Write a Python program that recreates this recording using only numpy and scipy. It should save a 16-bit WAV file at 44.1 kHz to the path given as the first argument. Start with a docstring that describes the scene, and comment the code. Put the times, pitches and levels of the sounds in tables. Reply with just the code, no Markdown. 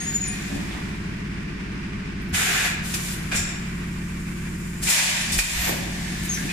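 """Air hisses out and squeaks die away over the throbbing drone of a piston compressor in a factory hall.
Then a bottle blow-moulding machine works through its cycle: noise jets vent and cracks with ringing steel
clack as the mould closes and the rods go down. Air leaks while the bottles are blown, then blows off in loud
blasts that duck the drone, and the mould opens with low, swinging thuds. Gliding tones squeak and grainy
noise scrapes now and then; rumble and whirr lie beneath, and the hall echoes the air and the metal."""
import sys
import numpy as np
from scipy import signal
from scipy.fft import rfft, irfft
from scipy.io import wavfile
from scipy.ndimage import uniform_filter1d

SR = 44100
rng = np.random.default_rng(int(sys.argv[2]) if len(sys.argv) > 2 else 0)


def unload_wav(signal):
    """Save mono or channel-first audio to the path in sys.argv[1] as 16-bit WAV at rate SR, clipped to [-1, 1]."""
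    wavfile.write(
        sys.argv[1],
        SR,
        np.round(np.clip(np.atleast_2d(signal).T, -1, 1) * 32767).astype(np.int16),
    )


N = 287532
T = np.arange(N) / SR
BINS = np.maximum(np.arange(N // 2 + 1) * SR / N, 1)  # [Hz]


def from_db(db):
    """Decibels to gain."""
    return 10 ** (np.asarray(db) / 20)


def rms_one(x):
    """Scale so that the mean of the channels has rms 1."""
    mid = np.atleast_2d(x).mean(0)
    return x / np.sqrt(np.mean(mid ** 2) + 1e-20)


def over_hz(points):
    """Join (frequency [Hz], value) points on a log-frequency axis."""
    hz, value = np.transpose(points)
    return np.interp(np.log(BINS), np.log(hz), value)


def drift(rate_hz):
    """Random wander with rms 1: noise whose spectrum falls off above the given rate."""
    white = rfft(rng.standard_normal(N))
    return rms_one(irfft(white / (1 + (BINS / rate_hz) ** 2), N))


def burst(start, swell, t60):
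    """Smooth swell, then an exponential fade that drops 60 dB in t60 seconds."""
    age = T - start
    opening = np.clip(age / max(swell, 1e-4), 0, 1) ** 2
    fade_db = -60 * np.clip((age - swell) / t60, 0, 3)
    return opening * from_db(fade_db)


# How alike left and right are: (frequency [Hz], correlation [-1 to 1, limited on use])
STEREO_LIKENESS = [(60, 2), (140, 0.7), (200, 0.88), (350, 0.38), (600, -0.13), (1500, 0.12), (4000, 0),
                   (15000, 0)]
# Tonal balance between the sides: (frequency [Hz], left minus right [dB])
STEREO_LEAN = [(300, 0), (690, 2.5), (1280, -1), (2350, -1), (4330, 0.5), (6800, 4.5), (9000, 0),
               (13000, -6.5)]


def spread_stereo(spectra):
    """Mix two unrelated spectra to left and right: alike in the bass, each side with its own colour."""
    alike = np.clip(over_hz(STEREO_LIKENESS), -1, 1)
    sides = np.array([[1], [-1]])
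    shared = np.sqrt(1 + alike) * spectra[0]
    opposed = sides * np.sqrt(1 - alike) * spectra[1]
    return irfft((shared + opposed) * from_db(sides * over_hz(STEREO_LEAN) / 2), N)


def noise(spectrum_db):
    """Stereo noise of the given colour; the mean of its channels has rms 1."""
    white = rfft(rng.standard_normal((2, N)))
    return rms_one(spread_stereo(white * from_db(spectrum_db)))


def cabinet(echo_share, longest_s=.03, count=14):
    """Reflections off the steel panels comb the sound, differently on each side; in dB."""
    echoes = np.zeros((2, N))
    for side in echoes:
        delays = (rng.uniform(.05, 1, count) * longest_s * SR).astype(int)
        side[delays] = rng.choice([-1, 1], count) * echo_share / np.sqrt(count)
    echoes[:, 0] = 1  # the direct sound
    return 20 * np.log10(abs(rfft(echoes)) + 1e-6)


# Steady beds as the microphone moves about: (time [s], drone [dB], rumble [dB], whirr [dB])
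STEADY_LEVELS = [(0, -33.5, -38, -40), (.9, -31.5, -37, -39), (2.2, -31.5, -38, -39.5),
                 (3.3, -32, -38, -37.5), (4.0, -29.5, -43, -40), (4.9, -31, -38, -40.5),
                 (5.8, -30.5, -37, -41.5), (6.52, -30.5, -38, -40)]


def steady_gains():
    """Gains of the drone, the rumble and the whirr over time."""
    s, *columns = np.transpose(STEADY_LEVELS)
    return [from_db(np.interp(T, s, db)) for db in columns]


# Low rumble of the hall: (frequency [Hz], relative level per Hz [dB])
RUMBLE_COLOUR = [(25, -9), (50, -3), (90, -3), (140, 0), (190, 2.5), (250, -5.5), (340, -4), (450, -16),
                 (700, -50)]
# Fans and conveyors: (frequency [Hz], relative level per Hz [dB])
WHIRR_COLOUR = [(300, -5.5), (520, -16), (700, -17.5), (900, -14), (1120, -11), (1330, -12), (1550, -8),
                (2400, -8.5), (3100, -17.5), (4200, -22.5), (5050, -21.5), (6500, -28), (9000, -32),
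                (15000, -57)]


def background(rumble_gain, whirr_gain, flutter_db=0.88):
    """Rumble of the hall and the fluttering whirr of fans and conveyors, both as coloured noise."""
    rumble = rumble_gain * noise(over_hz(RUMBLE_COLOUR))
    whirr = whirr_gain * noise(over_hz(WHIRR_COLOUR) + cabinet(echo_share=0.37))
    return rumble + whirr * from_db(flutter_db * drift(25))


def drone(orders, stroke, sweep, turns_per_s=12.82):
    """Pipes and tank smear each stroke into a chirping throb: each order is delayed against the one below.

    stroke is a share of a turn; sweep is the delay per order, also in turns (negative is earlier).
    """
    turns = turns_per_s * T - stroke + .003 * drift(.7)
    lines = 0
    for k, db in orders:
        order = round(k)
        lines = lines + from_db(db) * np.cos(2 * np.pi * order * (turns - sweep * order / 2))
    return rms_one(lines)


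# Compressor harmonics before the throb changes: (multiple of turn rate, relative level [dB])
EARLY_ORDERS = [(2, -14), (3, -15), (4, -4), (5, -17), (6, -18), (7, -10), (8, -18), (9, -14), (11, -10),
                (12, -8), (13, -9), (14, -8), (15, -3), (16, -7), (17, -10), (18, -19), (20, -16),
                (21, -17), (22, -16), (23, -21), (25, -22), (26, -19), (27, -17), (30, -20), (32, -20)]
# Compressor harmonics after the throb changes: (multiple of turn rate, relative level [dB])
LATE_ORDERS = [(2, -13), (3, -14), (4, -4), (5, -20), (6, -16), (7, -8), (9, -14), (10, -16), (11, -8),
               (12, -5), (13, -11), (14, 0), (15, -18), (16, -7), (17, -11), (18, -12), (20, -23),
               (21, -17), (24, -19), (26, -22), (27, -18), (28, -18), (29, -22)]


def compressor(change_s=2.3, crossfade_s=0.1):
    """Piston-stroke harmonics, whose strongest line steps down once as the throb changes."""
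    late = np.clip((T - change_s) / crossfade_s + .5, 0, 1)
    rising = drone(EARLY_ORDERS, stroke=.055, sweep=.122)
    lumpy = drone(LATE_ORDERS, stroke=.24, sweep=-.376)
    return np.sqrt(1 - late) * rising + np.sqrt(late) * lumpy


# Parts that slide and rub: (time [s], swell [s], t60 [s], level [dB], centre [Hz])
SLIDING_PARTS = [(.46, 0.065, 0.96, -34.5, 232), (.47, 0.04, 0.89, -45.5, 730),
                 (.69, 0.032, 0.43, -43, 2850), (.69, .06, 0.78, -45, 915), (2.21, .012, .15, -55, 11000),
                 (2.275, .015, .2, -57, 11000), (3.313, 0.011, 0.27, -43.5, 625),
                 (5.64, 0.041, 0.26, -31.5, 710), (5.66, 0.045, .35, -36, 446),
                 (5.67, 0.025, 0.26, -32, 271), (5.75, .15, 2.5, -50.5, 845),
                 (6.2, 0.053, 0.17, -38.5, 8900), (6.3, 0.02, 0.9, -40.5, 8600),
                 (6.355, 0.02, 0.25, -39, 1790), (6.36, 0.088, 0.79, -35, 228),
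                 (6.485, 0.013, .3, -38, 2600)]


def scrapes(grain_db=3.0, sharpness=2.46):
    """Sliding parts stick and slip, so their noise comes in grains, each part around its own frequency."""
    rubbing = 0
    for s, swell, t60, db, hz in SLIDING_PARTS:
        colour_db = -20 * np.log10(1 + (sharpness * np.log(BINS / hz)) ** 4)
        rubbing = rubbing + from_db(db) * burst(s, swell, t60) * noise(colour_db)
    return rubbing * from_db(grain_db * drift(140))


# Squeaks and whistles: (time [s], swell [s], t60 [s], first pitch [Hz], last pitch [Hz], width [Hz], level [dB])
SQUEAK_TONES = [(0, 0.0032, 0.45, 6570, 6630, 23, -27.5), (0, 0.014, 0.31, 9030, 8700, 54, -35.5),
                (0, .02, 2, 736, 744, 18, -45), (0, 0.016, 1.6, 1730, 1664, 44, -46),
                (0, .02, 2, 2040, 2100, 40, -43), (0, 0.316, 1.8, 2445, 2482, 60, -39),
                (0.029, 0.056, 0.71, 6960, 6904, 16, -27), (0.121, 0.042, 0.35, 7000, 6885, 15, -16.5),
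                (0.191, 0.021, 0.44, 6930, 6900, 170, -25), (.05, .11, .3, 13980, 13800, 30, -47),
                (.23, 0.032, 0.11, 6040, 5940, 650, -34), (.265, 0.016, 0.29, 9130, 9280, 69, -29.5),
                (4.82, 0.014, 0.068, 5210, 5060, 250, -27), (5.14, .08, .15, 10100, 10000, 700, -30.5),
                (5.32, 0.017, 0.1, 5260, 4990, 300, -21), (5.38, 0.017, 0.18, 2454, 2433, 240, -11.5),
                (5.45, 0.18, 0.43, 12700, 12270, 450, -25.5), (5.6, 0.093, 0.12, 12600, 12260, 600, -25),
                (5.65, 0.053, 0.57, 535, 532, 69, -42), (6.28, 0.021, 0.18, 6680, 6320, 100, -22.5),
                (6.31, 0.037, 0.16, 6340, 5720, 900, -26), (6.365, 0.015, 0.16, 1706, 1575, 120, -27)]


def squeaks(pure_width_hz=70):
    """Tones that glide in pitch as they sound: the narrow ones sing, the wide ones are breathy."""
    out = np.zeros((2, N))
    for start, swell, t60, first_hz, last_hz, width, db in SQUEAK_TONES:
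        hz = np.interp(T, [start, start + swell + t60 / 4], [first_hz, last_hz])
        pure = np.exp(-width / pure_width_hz)
        unsteady = (drift(width / 2) + 1j * drift(width / 2)) / np.sqrt(2)
        breath = np.sqrt(pure) + np.sqrt(1 - pure) * unsteady
        tone = breath * np.exp(2j * np.pi * np.cumsum(hz) / SR) * burst(start, swell, t60)
        lean = np.interp(first_hz, BINS, over_hz(STEREO_LEAN))
        side_gains = from_db(db + np.array([[lean], [-lean]]) / 2)
        out += side_gains * np.array([tone.real, tone.imag])  # the sides are a quarter cycle apart
    return out


# Heavy moves of the mould: (time [s], swell [s], t60 [s], level [dB], pitch [Hz])
MOULD_THUDS = [(.52, 0.026, .3, -34, 275.5), (2.305, 0.025, 0.27, -27.5, 79.4),
               (3.32, 0.026, 0.54, -31, 36.2), (3.331, 0.071, 0.28, -31, 89.3),
               (5.291, 0.055, 0.25, -29, 74), (5.34, 0.058, 0.25, -18, 37.5), (5.499, .06, 0.23, -24, 39),
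               (5.541, 0.049, 0.39, -21.5, 61.8)]


def thuds(unevenness=0.96):
    """The heavy mould sets the housing swinging as it starts and stops: fading sines of uneven phase."""
    out = 0
    for s, swell, t60, db, hz in MOULD_THUDS:
        phase = 2 * np.pi * hz * (T - s) + unevenness * drift(23)  # [radians]
        out = out + from_db(db) * burst(s, swell, t60) * np.sqrt(2) * np.sin(phase)
    return out


# Parts hitting their stops: (time [s], crack level [dB], crack t60 [s], ring drive [dB])
STOP_HITS = [(2.939, -28, 0.066, -52), (3.32, -35, 0.13, -52), (4.829, -40, 0.051, -64),
             (4.888, -25, 0.068, -45), (5.389, -16, 0.21, -29.5), (6.492, -38, 0.17, -50)]
# Ringing modes of the steel frame: (frequency [Hz], drive added to each hit's [dB], t60 [s])
FRAME_MODES = [(1640, -15, .15), (1864, 15, 0.066), (2460, 18, 0.15), (2555, 12.5, 0.15), (5060, -15, .1),
               (5660, 7, .08), (6900, -18, .12)]


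def clacks(crack_low_hz=1500, crack_high_hz=8000):
    """A part hits its stop: a short noise crack, and the steel frame rings as a set of resonators."""
    low_edge = 1 + (crack_low_hz / BINS) ** 4
    high_edge = (1 + (BINS / crack_high_hz) ** 4) * (1 + BINS / crack_high_hz)
    crack = noise(-10 * np.log10(low_edge * high_edge))
    out = crack * sum(from_db(db) * burst(s, 0.0004, t60) for s, db, t60, _ in STOP_HITS)
    for hz, mode_db, t60 in FRAME_MODES:
        hits = np.zeros((2, N)) + 1e-18
        for s, _, _, ring_db in STOP_HITS:
            # the drive varies at random from hit to hit and side to side
            hits[:, round(s * SR)] = from_db(ring_db + mode_db + rng.normal(0, 3.9, 2))
        decay = from_db(-60 / (t60 * SR))  # gain per sample
        turn = 2 * np.pi * hz / SR  # radians per sample
        out = out + signal.lfilter([0, np.sin(turn)], [1, -2 * decay * np.cos(turn), decay ** 2], hits)
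    return out


def flow(start, swell, hold, t60, db, rise_db_per_s):
    """A valve opens, the pressure creeps up or down while it is held, then the line empties."""
    held = np.clip(T - start - swell, 0, max(hold, 0))
    emptying = np.maximum(T - start - swell - held, 0)
    opening = np.clip((T - start) / max(swell, 1e-4), 0, 1) ** 2
    return opening * from_db(db + rise_db_per_s * held - 60 * np.minimum(emptying / t60, 3))


# Valve openings: (time [s], swell [s], hold [s], t60 [s], level [dB], rise while held [dB/s], outlet [name])
VALVE_OPENING_AIR_JETS = [(0, 0.0017, 0.49, 2.5, -40.5, 1.5, "bleed"),
                          (2.319, 0.033, 0.31, 0.31, -22, -2, "close"),
                          (2.322, 0.035, 0.011, 0.73, -25.5, -5, "release"),
                          (2.42, 0.17, 0.12, 0.48, -28, 0, "rod"),
                          (2.808, 0.047, 0.29, 0.22, -36.5, 6, "nozzle"),
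                          (2.931, 0.014, 0.0088, 0.18, -28.5, -2, "nozzle"),
                          (3.138, 0.046, .14, .9, -46, 0, "nozzle"),
                          (3.31, 0.0077, .035, 0.98, -28.5, -15, "rod"),
                          (3.324, 0.042, .004, .22, -27, -5, "release"),
                          (3.346, 0.018, .006, 0.59, -25.5, -5, "valve"),
                          (3.455, 0.14, 1.21, .5, -53.5, 4.5, "leak"),
                          (4.807, 0.025, 0.065, 0.12, -28.5, -5, "release"),
                          (4.823, 0.055, 0.033, .2, -26, 7, "blow-off"),
                          (4.877, 0.029, .008, 0.69, -12, -5, "release"),
                          (4.879, 0.039, 0.073, 1.3, -13.5, -17, "blow-off"),
                          (5.311, 0.012, 0.0084, 0.41, -25, -5, "release"),
                          (5.373, 0.019, .004, 0.15, -13, -4, "release"),
                          (5.383, 0.017, 0.12, .4, -26.5, -15, "release"),
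                          (5.385, .02, 0.16, 0.45, -24.5, -6, "blow-off"),
                          (5.42, 0.15, 0.12, .45, -25.5, 17, "open"),
                          (5.65, 0.13, 0.8, 1.0, -38.5, 3, "bleed")]
# Resonances of pipes and silencers that colour all the air: (frequency [Hz], width [Hz], boost [dB])
PIPE_RESONANCES = [(722, 78, 7), (1490, 60, 1.5), (1700, 210, 1.5), (2415, 250, 3.5), (2960, 23, 6),
                   (3553, 100, 5), (6950, 120, 3.5), (6980, 50, 4), (7580, 82, 7), (7740, 30, 4),
                   (8900, 36, 1)]
# Colour of the bleeding air: (frequency [Hz], relative level per Hz [dB]), as for every outlet below
BLEED_COLOUR = [(400, -8), (720, -3), (1200, -18), (1750, 8.5), (2450, 1), (3200, -1), (5000, -1),
                (7200, -3.5), (9000, -5), (11000, -10), (15000, -18.5)]
# Air of the closing mould: (frequency [Hz], relative level per Hz [dB])
CLOSE_COLOUR = [(240, -45), (400, -5.5), (567, -14.5), (734, -7), (791, -12), (854, -5.5), (1120, -8),
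                (1660, 3), (1910, 2), (2360, 0.5), (4810, -8), (7240, -6.5), (8300, -11), (10600, -11),
                (15000, -22)]
# Air at the nozzle: (frequency [Hz], relative level per Hz [dB])
NOZZLE_COLOUR = [(1000, -7), (2000, 2), (3500, 1), (5000, 1.5), (7300, 3), (10500, 1.5), (13000, -5),
                 (15000, -10)]
# Air of the rods: (frequency [Hz], relative level per Hz [dB])
ROD_COLOUR = [(240, -38), (400, -26), (495, -7), (712, -8), (1090, -8.5), (1640, 2.5), (2190, -0.5),
              (2390, 2.5), (3190, -7.5), (3890, -9), (7810, -12.5), (15000, -38)]
# Air at the valve: (frequency [Hz], relative level per Hz [dB])
VALVE_COLOUR = [(2500, -28), (3600, -3), (4500, -13), (5500, 2), (6500, -9), (7300, 8.5), (8300, -11),
                (11000, -13.5), (15000, -42)]
# Leaking air: (frequency [Hz], relative level per Hz [dB])
LEAK_COLOUR = [(3000, -25), (5000, -7), (6400, -3.5), (7100, -1), (7900, -2.5), (9500, -3), (12000, -9.5),
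               (15000, -14)]
# Released air: (frequency [Hz], relative level per Hz [dB])
RELEASE_COLOUR = [(1200, -10.5), (2400, -4.5), (4000, -3.5), (5200, -0.5), (6300, 0), (7800, 2.5),
                  (9500, 2), (12000, -6), (15000, -12)]
# Air blowing off: (frequency [Hz], relative level per Hz [dB])
BLOW_OFF_COLOUR = [(300, -42), (450, -20), (600, -8.5), (730, -12), (920, -4), (1310, -11), (1740, 0),
                   (2390, 1.5), (3240, -3), (5000, -3.5), (7240, -5), (10100, -11.5), (15000, -26)]
# Air of the opening mould: (frequency [Hz], relative level per Hz [dB])
OPEN_COLOUR = [(300, -35.5), (450, -20), (530, -15.5), (700, -11), (1410, -9.5), (1770, -2), (2540, -3.5),
               (3450, -8.5), (7350, -9.5), (11200, -14), (12500, -14), (15000, -25)]


def air(turbulence_db=0.58):
    """Each valve lets out a turbulent jet, coloured by its outlet, by the pipes and by the panels around it."""
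    pipes = sum(db / (1 + (2 * (BINS - hz) / width) ** 2) for hz, width, db in PIPE_RESONANCES)
    outlets = {"bleed": BLEED_COLOUR, "close": CLOSE_COLOUR, "nozzle": NOZZLE_COLOUR,
               "rod": ROD_COLOUR, "valve": VALVE_COLOUR, "leak": LEAK_COLOUR,
               "release": RELEASE_COLOUR, "blow-off": BLOW_OFF_COLOUR, "open": OPEN_COLOUR}
    out = 0
    for name, colour in outlets.items():
        flows = [flow(*jet) for *jet, outlet in VALVE_OPENING_AIR_JETS if outlet == name]
        strength = np.sqrt(sum(f ** 2 for f in flows))  # jets from one outlet add in power
        out = out + strength * noise(over_hz(colour) + pipes + cabinet(echo_share=0.44))
    return out * from_db(turbulence_db * drift(31))


def hall(x, dull_t60_s=1, treble_t60_s=0.32, split_hz=3670):
    """Diffuse echo of the hall, as decaying noise; the treble dies first."""
    white = rng.standard_normal((2, SR))
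    dull = signal.sosfilt(signal.butter(2, split_hz, fs=SR, output="sos"), white)
    bright = signal.sosfilt(signal.butter(2, split_hz, "high", fs=SR, output="sos"), white[::-1])
    dull_tail = dull * burst(0.0084, 0.011, dull_t60_s)[:SR]
    bright_tail = bright * burst(0.0024, 0.0054, treble_t60_s)[:SR]
    tail = dull_tail + bright_tail
    tail = tail / np.sqrt(np.sum(tail ** 2, axis=1, keepdims=True))  # unit energy per side
    return signal.fftconvolve(x, tail, axes=1)[:, :N]


def scene(metal_echo_db=-8.5, air_echo_db=-13):
    """The machine close by, the compressor and the hall around it."""
    drone_gain, rumble_gain, whirr_gain = steady_gains()
    beds = background(rumble_gain, whirr_gain) + drone_gain * compressor()
    metal = scrapes() + squeaks() + clacks()
    jets = air()
    echo = hall(from_db(metal_echo_db) * metal + from_db(air_echo_db) * jets)
    return beds + thuds() + metal + jets + echo


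def gain_control(x, threshold_db=-23.5, share=0.79, window_s=0.011, attack_s=0.0044, recovery_db_per_s=25.5):
    """The recorder's gain control takes away a share of what exceeds the threshold, then recovers steadily.

    Loud blasts turn the gain down, so the drone sinks under them and swells back.
    """
    power = uniform_filter1d(x.mean(0) ** 2, int(window_s * SR))
    excess_db = np.maximum(10 * np.log10(abs(power) + 1e-12) - threshold_db, 0)
    # the running maximum on a rising ramp lets the cut grow at once but shrink only at the recovery rate
    ramp_db = recovery_db_per_s * T
    cut_db = np.maximum.accumulate(share * excess_db + ramp_db) - ramp_db
    r = np.exp(-1 / (attack_s * SR))
    smooth_cut_db = signal.lfilter([1 - r], [1, -r], cut_db)
    return x * from_db(-smooth_cut_db)


def record(dry, cutoff_hz=15250):
    """The gain rides down on the blasts; the top is cut steeply."""
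    top_cut = signal.ellip(12, .2, 80, cutoff_hz, fs=SR, output="sos")
    return signal.sosfilt(top_cut, gain_control(dry))


dry = scene()
out = record(dry)
unload_wav(out)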